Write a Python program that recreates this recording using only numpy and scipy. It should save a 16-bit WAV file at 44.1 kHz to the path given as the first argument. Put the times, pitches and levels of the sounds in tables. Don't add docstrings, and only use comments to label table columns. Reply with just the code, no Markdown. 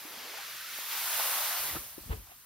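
import sys
import numpy as np
from scipy import signal
from scipy.fft import rfft, irfft, next_fast_len
from scipy.io import wavfile
from scipy.ndimage import uniform_filter1d, map_coordinates

SR = 44100
rng = np.random.default_rng(int(sys.argv[2]) if len(sys.argv) > 2 else 0)


def wrap_up_sound(samples):
    columns = np.atleast_2d(samples).T
    tamed = np.clip(columns, -1, 1)
    steps = np.round(tamed * 32767).astype(np.int16)
    wavfile.write(sys.argv[1], SR, steps)


def gain_from_db(level_db):
    decades = np.asarray(level_db, float) / 20
    return 10 ** decades


N = 108045

# (frequency [Hz], level [dB])
AIR_SPECTRUM = [(18, -55), (30, -22), (60, -12), (110, -3.5), (170, -7), (300, -17), (700, -20),
                (2500, -29)]
# (frequency [Hz], t60 [s])
YARD_T60 = [(60, 0.18), (300, 0.089), (3000, 0.033)]
# (frequency [Hz], level [dB])
IMPACT_TILT = [(60, 1.3), (150, 2.2), (300, 4), (700, 3), (1500, .3), (4000, -.5)]
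# (time [s], level [dB])
PATTER_LEVEL = [(1.5, -91), (1.6, -63.5), (1.74, -57), (1.82, -54), (1.9, -96), (2.04, -53), (2.17, -54),
                (2.27, -70), (2.45, -72)]
# (frequency [Hz], level [dB])
PATTER_SPECTRUM = [(20, -2), (45, 0), (80, -12), (200, -8), (400, -15), (800, -20), (2000, -88)]
# (frequency [Hz], likeness [0-1])
GROUND_LIKENESS = [(60, 0.73), (400, 1), (1000, 0.77), (3000, 0.7)]
# (time [s], level [dB], rise [s], fall t60 [s], left port early [ms])
LUMP_BURSTS = [
    (1.764, -43, 0.04, 0.06, -0.1),
    (1.982, -47, .003, 0.056, 0.39),
    (2.105, -48, 0.02, 0.08, 0.26),
    (2.13, -48, .03, .25, .26),
]
# (frequency [Hz], level [dB])
CRUNCH_SPECTRUM = [(60, -28), (200, -1), (700, -4), (1300, -15), (1900, -8), (2500, -11), (5500, -32),
                   (16000, -50)]
# (time [s], level [dB], rise [s], fall t60 [s], left port early [ms])
CRUMB_SPRAYS = [
    (.374, -47, .008, .07, 0.24),
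    (2.118, -50, 0.025, .06, 0.28),
    (2.13, -47, 0.02, .075, 0.28),
    (2.32, -55.5, 0.085, 0.15, .25),
]
# (frequency [Hz], level [dB])
CRUMB_SPECTRUM = [(200, -23), (700, -2), (1500, 0), (3000, -4), (4100, -11), (5000, -25), (16000, -35)]
# (time [s], peak [dB], pitch [Hz], t60 [s])
LUMP_THUDS = [(1.43, -55.5, 70, 0.041), (1.597, -52.5, 55, 0.1), (1.709, -48, 70.6, .07),
              (1.733, -40.5, 68.7, 0.075), (1.755, -38, 136, 0.041), (1.786, -42.5, 55, 0.059),
              (1.86, -61, 55, .09), (1.911, -56, 65, .06), (1.965, -55, 60, 0.076), (2.008, -47, 55, .09),
              (2.058, -43, 97, 0.046), (2.069, -44, 62, .06), (2.094, -27.5, 158, 0.014),
              (2.104, -20, 60, 0.056), (2.1338, -35, 94, 0.069), (2.151, -54, 196, .04),
              (2.168, -53, 190, 0.033), (2.1745, -37, 58.4, .11), (2.19, -54.5, 218, .04),
              (2.215, -43, 55, 0.054), (2.239, -50, 70, .05), (2.284, -50, 60, 0.038), (2.34, -61, 55, .07),
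              (2.41, -66, 70, .07)]
# (time [s], peak [dB], pitch [Hz], t60 [s], left port early [ms])
TARP_KNOCKS = [(.051, -39, 305, 0.048, 0.59), (0.172, -48, 240, 0.057, 0.29), (.372, -36.5, 1450, 0.033, 0),
               (.383, -42.5, 808, 0.084, -0.081), (.487, -49.5, 660, 0.064, 0),
               (0.511, -38, 1350, 0.032, 0), (.608, -35.5, 1550, 0.034, 0), (.645, -40, 1330, 0.046, 0),
               (.682, -39, 1446, .06, 0), (1.7522, -28, 640, .014, 0), (1.7535, -33, 300, .045, 0),
               (1.7515, -37, 1250, .035, 0), (1.757, -39, 900, .03, 0), (1.697, -33, 1940, .03, 0),
               (1.69, -44.5, 603, 0.069, 0), (1.7636, -32, 340, 0.067, 0.37), (1.763, -33, 1330, .045, 0),
               (1.764, -38, 800, .035, 0), (1.766, -39, 1750, .03, -0.047), (1.98, -26.5, 321, 0.019, 0.64),
               (1.977, -45, 600, 0.021, 0.27), (2.099, -39, 480, 0.063, .45), (2.124, -38, 431, 0.13, 0.49),
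               (2.129, -40, 1040, 0.045, 0.28), (2.134, -42, 690, 0.027, 0.37),
               (2.268, -56, 770, .05, 0.16), (2.279, -56, 700, .04, .2), (2.29, -54, 800, 0.04, .25),
               (2.316, -42.5, 717, 0.045, 0.4)]
# (time [s], scrape level [dB], lowest tarp pitch [Hz], powder level [dB])
SLIDE_COURSE = [(0, -50.5, 244, -49), (0.2, -47, 204, -50), (.33, -46, 284, -49), (.4, -45, 594, -47.5),
                (.45, -45, 1010, -48), (.66, -44.5, 1250, -45.5), (.78, -42.5, 1120, -42.5),
                (.86, -44.5, 744, -41.5), (.93, -39, 840, -37.5), (1.04, -38.5, 660, -36.5),
                (1.2, -34.5, 494, -32), (1.4, -34.5, 533, -34), (1.59, -38, 554, -35.5),
                (1.68, -40.5, 296, -35.5), (1.755, -42.5, 200, -38.5), (1.82, -52, 420, -45),
                (1.97, -57, 478, -51), (2.45, -62.5, 980, -58)]
# (frequency [Hz], level [dB])
SCRAPE_SPECTRUM = [(60, -19), (200, -8), (1100, -1.5), (2200, -2), (4200, -3.5), (5500, -6), (7000, -11),
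                   (16000, -41)]
# (frequency [Hz], likeness [0-1])
TARP_LIKENESS = [(60, 0.59), (400, 0.77), (800, 0.73), (1700, 0.97), (2500, 0.68), (5000, 1)]
# (time [s], focus [dB])
SCRAPE_FOCUS = [(0, -1), (.9, -2), (1.25, 4.5), (1.5, 5), (1.62, 1.5), (1.79, 3.5), (1.86, 1.5), (2.45, 5)]
# (frequency [Hz], gain per focus [dB/dB])
FOCUS_TILT = [(300, -1), (1100, 0.33), (2200, -0.4), (4000, -0.28), (6000, -0.56), (7200, -0.5)]
# (frequency [Hz], level [dB])
POWDER_SPECTRUM = [(300, -26), (2500, -10), (6000, -3), (8000, -0.5), (9500, -1), (11000, 0.5),
                   (14500, 2.5), (15900, 1.5)]
# (frequency [Hz], likeness [0-1])
POWDER_LIKENESS = [(1000, 0.85), (5500, 0.66), (7300, 0.94), (9500, 0.86), (11000, 1), (12200, 0.91),
                   (13500, 0.98), (15500, 0.81)]
# (frequency [Hz], early [ms])
POWDER_LEAD = [(5000, .078), (6500, .07), (7300, .0685), (8000, .0745), (9500, .0795), (11000, .082),
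               (12300, .0812), (15500, .0832)]
# (time [s], level [dB])
POWDER_SCATTER = [(0, 0), (1.4, 0), (1.46, 3), (1.53, 3), (1.56, -10), (1.78, -10), (1.81, 3), (1.93, 4),
                  (1.95, -6), (1.985, -6), (2.01, 7), (2.17, 7), (2.2, -3), (2.25, 4), (2.45, 2)]

AIR_DB, YARD_DB, POWDER_DB = -69.5, -20, 3.5
GROUND_EARLY_MS, TARP_EARLY_MS, AIR_EARLY_MS = 0.57, -0.008, 0.21
THUD_RISE_S, KNOCK_RISE_S = 0.0023, 0.0014
THUD_DECAY_ORDER = 2
UPPER_MODE_RATIO, UPPER_MODE_DB = 1.7, -17
GRIT_PER_S, GRIT_DB, GRIT_HZ, GRIT_CYCLES, GRIT_SPREAD_DB = 1500, -10.5, 1494, 1.38, 3
EDGE_ORDER = 18
LEAK_DB, LEAK_ORDER, LEAK_HZ = -6.5, 0.7, 950
MIC_LOW_HZ, TOP_HZ = 38, 15800
TIME_S = np.arange(N) / SR


def unit(x):
    return x / np.sqrt(np.mean(x ** 2) + 1e-20)


def along(points, hz):
    f, value = np.transpose(points)
    return np.interp(np.log(hz + 1), np.log(f + 1), value)


def over_time(points, time_s=TIME_S):
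    return np.interp(time_s, *np.transpose(points))


def wobble(knots_per_s):
    knots = rng.standard_normal(int(N * 40 / SR) + 4)
    return map_coordinates(knots, [TIME_S * knots_per_s])


def filtered(x, response):
    size = next_fast_len(N + SR // 2)
    return irfft(rfft(x, size) * response(np.fft.rfftfreq(size, 1 / SR)), size)[..., :N]


def rush(spectrum, patchy_db):
    z = signal.stft(rng.standard_normal((2, N)), nperseg=512)[2]
    patches = uniform_filter1d(rng.standard_normal(z.shape[1:]), size=6, axis=0)
    patches = uniform_filter1d(patches, size=10, axis=1)
    pair = signal.istft(z * gain_from_db(patchy_db * unit(patches)), nperseg=512)[1][:, :N]
    return unit(filtered(pair, lambda hz: gain_from_db(along(spectrum, hz))))


def ports(pair, likeness, early_ms):
    def share(hz):
        angle = np.arccos(np.clip(along(likeness, hz), 0, 1)) / 2
        return np.array([np.cos(angle), np.sin(angle)])

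    def lead(hz):
        ms = early_ms if np.isscalar(early_ms) else along(early_ms, hz)
        return np.exp(np.outer([1j, -1j], np.pi * hz * ms / 1000))

    common, differing = filtered(pair, share)
    return filtered(np.array([common + differing, common - differing]), lead)


def air():
    swell = gain_from_db(AIR_DB + 1.2 * wobble(9))
    return ports(swell * rush(AIR_SPECTRUM, patchy_db=2.2), TARP_LIKENESS, AIR_EARLY_MS)


def yard(x):
    hz, t, z = signal.stft(rng.standard_normal((2, SR // 2)), SR, nperseg=256)
    decay = gain_from_db(-60 * t / along(YARD_T60, hz)[:, None])
    common, differing = signal.istft(z * decay, SR, nperseg=256)[1]
    tail = 0.58 * common + 0.25 * differing * np.array([[1], [-1]])
    tail = tail / np.linalg.norm(tail[0])
    delayed = np.pad(x.mean(axis=0), (500, 0))[None]
    return signal.fftconvolve(delayed, tail, axes=1)[:, :N]


def patter():
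    level_db = over_time(PATTER_LEVEL) + 3 * wobble(25)
    noise = rush(PATTER_SPECTRUM, patchy_db=1.6)
    return ports(gain_from_db(level_db) * noise, GROUND_LIKENESS, GROUND_EARLY_MS)


def bursts(rows, spectrum):
    noise = gain_from_db(2.2 * wobble(38)) * rush(spectrum, patchy_db=2.2)
    out = np.zeros((2, N))
    for s, db, rise_s, t60_s, early_ms in rows:
        after_s = TIME_S - s
        shape_db = np.where(after_s < 0, 20 * after_s / rise_s, -60 * after_s / t60_s)
        out += ports(gain_from_db(db + shape_db) * noise, GROUND_LIKENESS, early_ms)
    return out


def rings(rows, rise_s, order=1):
    s, db, hz, t60_s, early_ms = np.transpose(rows)[..., None, None]
    t = np.maximum(TIME_S - s + early_ms * np.array([[1], [-1]]) / 2000, 0)
    envelope = gain_from_db(db - 60 * (t / t60_s) ** order) * (1 - np.exp(-t / rise_s))
    return np.sum(envelope * np.sin(2 * np.pi * hz * t), axis=0)


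def thuds():
    rows = [(*row, GROUND_EARLY_MS) for row in LUMP_THUDS]
    return rings(rows, THUD_RISE_S, order=THUD_DECAY_ORDER)


def knocks():
    upper = [(s, db + UPPER_MODE_DB, hz * UPPER_MODE_RATIO, t60_s / 2, early_ms)
             for s, db, hz, t60_s, early_ms in TARP_KNOCKS]
    return rings(TARP_KNOCKS + upper, KNOCK_RISE_S)


def impacts():
    snow = patter() + bursts(LUMP_BURSTS, CRUNCH_SPECTRUM) + bursts(CRUMB_SPRAYS, CRUMB_SPECTRUM)
    mix = snow + thuds() + knocks()
    return filtered(mix, lambda hz: gain_from_db(np.outer([0.5, -0.5], along(IMPACT_TILT, hz))))


def grit():
    place, pitch, size, sign = rng.random((4, 2, int(GRIT_PER_S * N / SR)))
    hz = GRIT_HZ * 2 ** (3.2 * (pitch - 0.5))
    k = np.arange(256)
    cycles = hz[..., None] * k / SR
    peak = gain_from_db(-GRIT_SPREAD_DB * np.log(1 - size)) * np.sign(sign - 0.5)
    ticks = peak[..., None] * np.sin(2 * np.pi * cycles) * np.exp(-cycles / GRIT_CYCLES * 2)
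    at = (place * N).astype(int)[..., None] + k
    return unit(np.array([np.bincount(i.ravel(), w.ravel(), N + 256)[:N] for i, w in zip(at, ticks)]))


def powder():
    s, _, _, level_db = np.transpose(SLIDE_COURSE)
    level_db = POWDER_DB + np.interp(TIME_S, s, level_db) + 0.4 * wobble(11)
    common, differing = rush(POWDER_SPECTRUM, patchy_db=0.8) * gain_from_db(level_db)
    pair = np.array([common, differing * gain_from_db(over_time(POWDER_SCATTER))])
    return ports(pair, POWDER_LIKENESS, POWDER_LEAD)


def scrape():
    s, level_db, edge_hz, _ = np.transpose(SLIDE_COURSE)
    noise = rush(SCRAPE_SPECTRUM, patchy_db=0.63) * gain_from_db(0.43 * wobble(4.34))
    rub = unit(noise + gain_from_db(GRIT_DB) * grit())
    hz, frame_s, z = signal.stft(rub, SR, nperseg=1024)
    ratio = np.minimum((hz[:, None] + 1) / np.interp(frame_s, s, edge_hz), 2)
    edge_power = 1 / (1 + ratio ** (-2 * EDGE_ORDER))
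    leak = gain_from_db(LEAK_DB) * np.minimum(hz[:, None] / LEAK_HZ, 1) ** LEAK_ORDER
    sheet = np.sqrt(edge_power + leak ** 2)
    focus = gain_from_db(np.outer(along(FOCUS_TILT, hz), over_time(SCRAPE_FOCUS, frame_s)))
    rub = signal.istft(z * sheet * focus, SR, nperseg=1024)[1][:, :N]
    return ports(gain_from_db(np.interp(TIME_S, s, level_db)) * rub, TARP_LIKENESS, TARP_EARLY_MS)


def slide():
    return gain_from_db(0.25 * wobble(7.28)) * (scrape() + powder())


def scene():
    hits = impacts()
    return air() + gain_from_db(YARD_DB) * yard(hits) + hits + slide()


def low_pass(x):
    return signal.sosfilt(signal.butter(12, 15830, fs=SR, output="sos"), x)


def record(dry):
    heard = filtered(dry, lambda hz: hz ** 2 / (hz ** 2 + MIC_LOW_HZ ** 2) * (hz < TOP_HZ))
    return low_pass(heard)


dry = scene()
out = record(dry)
wrap_up_sound(out)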